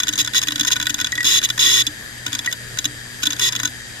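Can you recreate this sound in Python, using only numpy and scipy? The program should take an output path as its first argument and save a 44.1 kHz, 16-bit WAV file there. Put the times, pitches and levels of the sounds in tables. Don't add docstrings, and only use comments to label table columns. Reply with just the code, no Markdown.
import sys
import numpy as np
from scipy import signal
from scipy.fft import rfft, irfft, next_fast_len
from scipy.io import wavfile
from scipy.ndimage import uniform_filter1d, minimum_filter1d

SR = 44100
rng = np.random.default_rng(int(sys.argv[2]) if len(sys.argv) > 2 else 0)


def inscribe(sig):
    pcm = np.round(np.clip(np.atleast_2d(sig).T, -1, 1) * 32767)
    wavfile.write(sys.argv[1], SR, pcm.astype(np.int16))


def field_ratio(decibels):
    return 10 ** (np.asarray(decibels, dtype=float) / 20)


N = 176400

# f/Hz, rms level/dB
HUM = [(120, -45.5), (240, -57)]
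# f/Hz, level/dB per Hz
AIR_SPECTRUM = [(12, -50), (20, -15.5), (121, -10), (189, -16.5), (235, -15.5), (1170, -27), (1780, -17),
                (2480, -25), (15000, -29.5)]
# f/Hz, likeness/1
LIKENESS = [(30, 0.87), (300, 0.45), (1000, 0.43), (9000, 0.2)]
# f/Hz, width/Hz, rms level/dB
WHISTLES = [(1773, 287, -39.5), (3210, 240, -48), (3790, 340, -48.5), (4796, 370, -46), (7300, 2050, -44.5)]
# t/s, peak level/dB, rattle length/ms, shake of base against arm/dB
EARLY_SEEKS = [(0.0004, -4, 1.5, -14.5), (0.0217, -18.5, 1.5, -8), (0.0326, -7.5, 1.8, -13.5),
               (0.0692, -13, 1.5, -12.5), (0.0808, -5.5, 1.6, -17.5), (0.0887, -6.5, 1.67, -16.5),
               (0.126, -16, 1.42, -15), (0.134, -7.5, 1.5, -21), (0.155, -13, 1.1, -17),
               (0.226, -19, 1.5, -21), (0.246, -10.5, 1.5, -19.5), (0.2607, -16, 1.5, -18),
               (0.2741, -10, 1.7, -11.5), (0.334, -12, 1.5, -13.5), (0.3451, -4, 1.2, -11.5),
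               (0.415, -9, 1.8, -17), (0.4263, -8, 1.3, -12.5), (0.4332, -7, 1.64, -13.5),
               (0.4708, -9, 1.5, -13), (0.4828, -6, 1.1, -11), (0.506, -15.5, 1.8, -15),
               (0.52, -7.5, 1.3, -18), (0.5569, -8, 1.5, -16), (0.5793, -14.5, 1.3, -14),
               (0.595, -4, 3, -16.5), (0.6085, -4, 2.1, -19), (0.631, -11.5, 1.73, -15),
               (0.6481, -8.5, 1.5, -12.5), (0.7566, -15, 1.5, -11), (0.7635, -8, 1.5, -9.5),
               (0.799, -9, 1.3, -11), (0.8126, -12.5, 1.5, -9.5), (0.825, -7, 1.9, -16)]
MIDDLE_SEEKS = [(0.8554, -14, 1.5, -13), (0.8673, -5.5, 1.5, -13), (0.8943, -5.5, 1.3, -16),
                (0.902, -7, 1.5, -18.5), (0.9422, -5.5, 1.2, -17.5), (0.982, -18, 1.5, -13),
                (0.9879, -12, 1.5, -11.5), (1, -10, 1.27, -14), (1.0101, -7.5, 1.5, -12),
                (1.0137, -8, 1.3, -18), (1.0443, -6.5, 1.1, -16), (1.0614, -19, 1.5, -12),
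                (1.068, -11, 1.1, -11), (1.1194, -10.5, 1.3, -19), (1.1529, -13, 1.7, -16),
                (1.2054, -13, 1.58, -17), (1.2297, -10.5, 1.24, -17), (1.415, -14, 1.4, -16),
                (1.488, -11.5, 1.8, -16), (1.5004, -5.5, 1.7, -16), (1.5769, -11, 1.2, -8),
                (1.8663, -5, 2.3, -26), (1.8724, -13.5, 2.05, -24), (2.2634, -7.5, 1.82, -13.5),
                (2.3289, -7.5, 1.2, -16), (2.3496, -6, 0.94, -12), (2.3896, -9, 1, -15.5),
                (2.4458, -17.5, 1.4, -9), (2.4594, -8, 1.6, -12.5), (2.5127, -16.5, 1.2, -10),
                (2.525, -6, 1.3, -14)]
LATE_SEEKS = [(2.7717, -16, 1.5, -6.5), (2.7861, -6, 1.8, -13), (2.843, -10.5, 2, -15),
              (2.8531, -4, 1.1, -18.5), (3.2542, -10, 1.5, -16), (3.2591, -8.5, 1.5, -20),
              (3.269, -3.5, 1.69, -18), (3.304, -8.5, 1.4, -12.5), (3.3219, -12.5, 1.6, -14),
              (3.3299, -10.5, 1.5, -13), (3.364, -19, 1.5, -18), (3.386, -21, 1.3, -15),
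              (3.3943, -6, 1.32, -14.5), (3.5227, -11, 1.5, -15), (3.5291, -13, 1.5, -10.5),
              (3.551, -11.5, 1.5, -13), (3.5607, -8, 1.4, -16), (3.5986, -10.5, 1.7, -8.5),
              (3.6316, -8.5, 1.4, -14), (3.6483, -13.5, 1.5, -11), (3.6531, -6.5, 1, -17),
              (3.674, -14.5, 1.5, -12)]
# t/s, peak level/dB, rattle length/ms, shake of base against arm/dB
FURTHER_SEEKS = [(0.177, -9.5, 3.6, -14), (0.662, -18, 2.5, -13), (0.7026, -16, 3.16, -10),
                 (1.1754, -16.5, 2.8, -12), (1.2432, -8.5, 3.1, -13.5), (1.4268, -13, 3.8, -9),
                 (2.3206, -21, 1.5, -13), (2.3395, -17, 2.2, -14), (2.3845, -20, 2.5, -15), (2.278, -20, 2.5, -9),
                 (3.2224, -17.5, 2.44, -14), (3.231, -7.5, 1.7, -14), (3.2348, -7.5, 2.2, -17),
                 (3.2666, -9, 1.5, -17), (3.4063, -14, 3.4, -10.5), (3.590, -21, 2.3, -11.5)]
# t/s, length/s, level/dB
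BUZZES = [
    (0.184, 0.031, -7.5),
    (0.348, 0.04135, -8),
    (.669, 0.0146, -7),
    (0.712, 0.02, -7.5),
    (1.248, 0.14, -8),
    (1.434, 0.021, -7.5),
    (1.590, 0.2284, -7.5),
    (3.412, 0.077, -9),
]
# f/Hz, level/dB, t60/s, left over right/dB, right lag/ms
ARM_MODES = [(2905, -13, 0.043, 1.5, 0.23), (3110, -4, 0.016, -0.5, 0.8), (3415, -3, 0.018, 1, 0.9),
             (3477, -2.5, 0.03, 3, 0.52), (3690, -4.5, 0.016, 2, 0.2), (3800, -3, 0.014, -6, 1.07),
             (3892, -11.5, 0.036, -1, 0.77), (4410, -12.5, .005, 4, 1.3), (4790, -10.5, 0.012, 8.5, 2.3),
             (5217, -5, 0.014, 7, -0.15), (6446, -2.5, 0.022, 8, 0.89), (6593, -2, 0.012, 8.5, 0.8),
             (6775, -5.5, 0.01, 14, 0.4), (7350, -14, 0.019, 9, 1.1)]
# f/Hz, level/dB, t60/s, left over right/dB, right lag/ms
PLATE_MODES = [(8400, -16, 0.0035, 6, 0.1996), (9340, -30, 0.008, 10, 0.078),
               (10023, -19.5, 0.017, -4, 0.17), (11670, -19, 0.012, 4, .15), (12900, -15, 0.008, 14, .2),
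               (13480, -14, 0.011, 6.5, 0.2126), (14210, -21.5, 0.01, 7, 0.174)]
# f/Hz, level/dB, t60/s, left over right/dB, right lag/ms, change in a buzz/dB
BASE_MODES = [(976, -21, 0.076, 10, 0.097, -10.5), (1486, -6.5, 0.045, 7.5, 0.064, -14.5),
              (1762, -13, 0.0335, -2, 0.058, -22), (1916, -9.5, 0.045, 2, 0.13, -3.5),
              (2460, -12, 0.021, 4, 0.083, -10), (1262, -16.5, 0.0081, 4.5, 0.088, -11)]
# f/Hz, level/dB, t60/s
DESK_MODES = [(240, -33, 0.12), (298.1, -22, 0.17), (191, -27.5, 0.058)]
# t/s, peak level/dB
PINGS = [
    (1.1258, -20.5),
    (1.1806, -18.5),
    (1.2057, -18),
    (2.4748, -17.5),
]

LAG_MS = 0.18
ATTACK_S, BUZZ_ATTACK_S, RELEASE_S = 0.000328, 0.0023, 0.0029
SEEK_DB, BASE_DB, BUZZ_HZ = -1, 11, 380.6
DESK_TOP_HZ = 447


def rms_one(x):
    return x / np.sqrt(np.mean(x ** 2) + 1e-20)


def at_hz(points, hz):
    table_hz, value = np.transpose(points)
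    return np.interp(np.log(hz), np.log(table_hz), value)


def butter(x, order, hz, kind):
    return signal.sosfilt(signal.butter(order, hz, kind, fs=SR, output="sos"), x)


def drift(hz):
    r = np.exp(-80 * np.pi * hz / SR)
    noise = rng.standard_normal(N // 40 + 2002)
    slow = signal.lfilter([1], [1, -2 * r, r * r], noise)[2000:]
    return np.interp(np.arange(N) / 40, np.arange(len(slow)), rms_one(slow))


def ring(x, hz, t60):
    r = field_ratio(-60 / (t60 * SR))
    w = 2 * np.pi * hz / SR
    return signal.lfilter([0, np.sin(w)], [1, -2 * r * np.cos(w), r * r], x + 1e-18)


def place(x, pan_db, lag_ms):
    size = next_fast_len(N + 64)
    cycles = np.arange(size // 2 + 1) / size * SR * lag_ms / 1000
    late = irfft(rfft(x, size) * np.exp(-2j * np.pi * cycles), size)[:N]
    return np.array([field_ratio(pan_db / 2) * x, field_ratio(-pan_db / 2) * late])


def spindle():
    t = np.arange(N) / SR
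    hum = 0
    for hz, db in HUM:
        level_db = db + 4 + 2.5 * drift(3.69)
        hum = hum + field_ratio(level_db) * np.sin(2 * np.pi * hz * t)
    return hum


def air():
    out = 0
    edges = 20 * 2 ** np.arange(0, 9.6, 0.5)
    white = rng.standard_normal((2, 2, N))
    for k, (low, high) in enumerate(zip(edges, edges[1:])):
        mid, side = butter(white[k % 2], 2, [low, high], "band")
        center = np.sqrt(low * high)
        alike = np.clip(at_hz(LIKENESS, center), 0, 1)
        gain = field_ratio(at_hz(AIR_SPECTRUM, center) + 2 * drift(8.4))
        out = out + gain * (np.sqrt(1 + alike) * mid + np.sqrt(1 - alike) * side * [[1], [-1]])
    return field_ratio(-38.5) * rms_one(out)


def whistle():
    throb = 1 + 0.24 * np.sin(2 * np.pi * HUM[0][0] * np.arange(N) / SR)
    white = rng.standard_normal((3, N)) * throb
    tones = 0
    for hz, width, db in WHISTLES:
        tones = tones + field_ratio(db) * rms_one(butter(white, 2, [hz - width / 2, hz + width / 2], "band"))
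    alike = 0.51
    return np.sqrt(alike) * place(tones[0], 10.5, LAG_MS) + np.sqrt(1 - alike) * tones[1:]


def body(force, modes, move_db, buzzing, now):
    out = 0
    for k, (hz, level_db, t60, pan_db, lag_ms, *buzz_db) in enumerate(modes):
        spread_db = 1.4 * rng.standard_normal(len(buzzing)) * (1 - buzzing / 2)
        strike = field_ratio((spread_db + move_db + buzzing * sum(buzz_db))[now])
        sound = ring(force * strike, hz, t60) * field_ratio(level_db - 26.5) * (-1) ** k
        out = out + place(sound, pan_db, lag_ms)
    return out


def arm():
    t = np.arange(N) / SR
    seeks = EARLY_SEEKS + MIDDLE_SEEKS + LATE_SEEKS + FURTHER_SEEKS
    moves = [(s, db + SEEK_DB, ms / 1000, base, 0) for s, db, ms, base in seeks]
    moves += [(s, db, length, -BASE_DB, 1) for s, length, db in BUZZES]
    start, db, length, base_db, buzzing = np.transpose(sorted(moves))
    now = np.maximum(np.searchsorted(start, t, "right") - 1, 0)
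    age, buzz = t - start[now], buzzing[now]

    rise = np.clip(age / np.where(buzz, BUZZ_ATTACK_S, ATTACK_S), 0, 1)
    fall = np.exp(-np.maximum(age - length[now], 0) / RELEASE_S)
    shape = rise * fall * field_ratio(db[now])
    cycle = 2 * np.pi * BUZZ_HZ * t
    grain_db = 4 * np.minimum(rng.exponential(1, N), 2.825)
    grain = rms_one(rng.standard_normal(N) * field_ratio(grain_db))
    rattle = grain * (1 + 0.24 * buzz * np.cos(2 * cycle)) * shape
    kick = np.zeros(N)
    kick[((start + 0.0007) * SR).astype(int)] = field_ratio(db) * (1 - buzzing)
    force = rattle + field_ratio(15) * kick

    metal = body(force, ARM_MODES, 0, buzzing, now) + body(force, PLATE_MODES, 0, buzzing, now)
    metal += body(force, BASE_MODES, base_db + BASE_DB, buzzing, now)
    crack = butter(rng.standard_normal((2, N)) * shape, 2, [2230, 10200], "band")
    needle = butter(kick, 2, 2500, "high")
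    metal += field_ratio(-13) * crack + place(field_ratio(-2.5) * needle, 5, LAG_MS)
    metal = butter(metal, 6, 947, "high")

    desk_modes = [(*row, 0, 0, -13) for row in DESK_MODES]  # centred, 13 dB weaker in a buzz
    desk = butter(body(force, desk_modes, 0, buzzing, now), 4, DESK_TOP_HZ, "low")
    sounding = uniform_filter1d(buzz * (age < length[now]), size=600)
    tone = sounding * (field_ratio(-40.5) * np.sin(cycle) + field_ratio(-45) * np.sin(3 * cycle))
    return metal + desk + tone


def pings():
    hz = 1927.4
    clicks = np.zeros(N)
    for s, db in PINGS:
        clicks[int(s * SR)] = field_ratio(db + 8)
    soft = butter(ring(clicks, hz, 0.084), 2, [hz * 0.64, hz * 2.2], "band")
    return place(soft, 0.5, 0.11)


def scene():
    hiss = signal.sosfilt(signal.cheby2(8, 40, 14800, fs=SR, output="sos"), air() + whistle())
    return spindle() + hiss + arm() + pings()


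def top_cut(x):
    return signal.sosfilt(signal.butter(12, 16800, fs=SR, output="sos"), x)


def record(dry):
    top = 1.03
    dry = top * np.tanh(dry / top)
    power = uniform_filter1d(np.mean(dry ** 2, axis=0), size=441)
    loud = minimum_filter1d(power, int(0.023 * SR)) > field_ratio(2 * -22.5)
    late = np.roll(loud, int(0.01 * SR)) * 1.0
    starved = uniform_filter1d(uniform_filter1d(late, size=500), size=500)
    hz = np.arange(N // 2 + 1) * SR / N
    weak = (hz > DESK_TOP_HZ) & (hz < 940) | (hz > 14640)
    kept = dry - 0.985 * irfft(rfft(dry) * weak, N) * starved
    mix = signal.sosfilt(signal.cheby2(7, 45, 16600, fs=SR, output="sos"), kept)
    return top_cut(mix)


dry = scene()
out = record(dry)
inscribe(out)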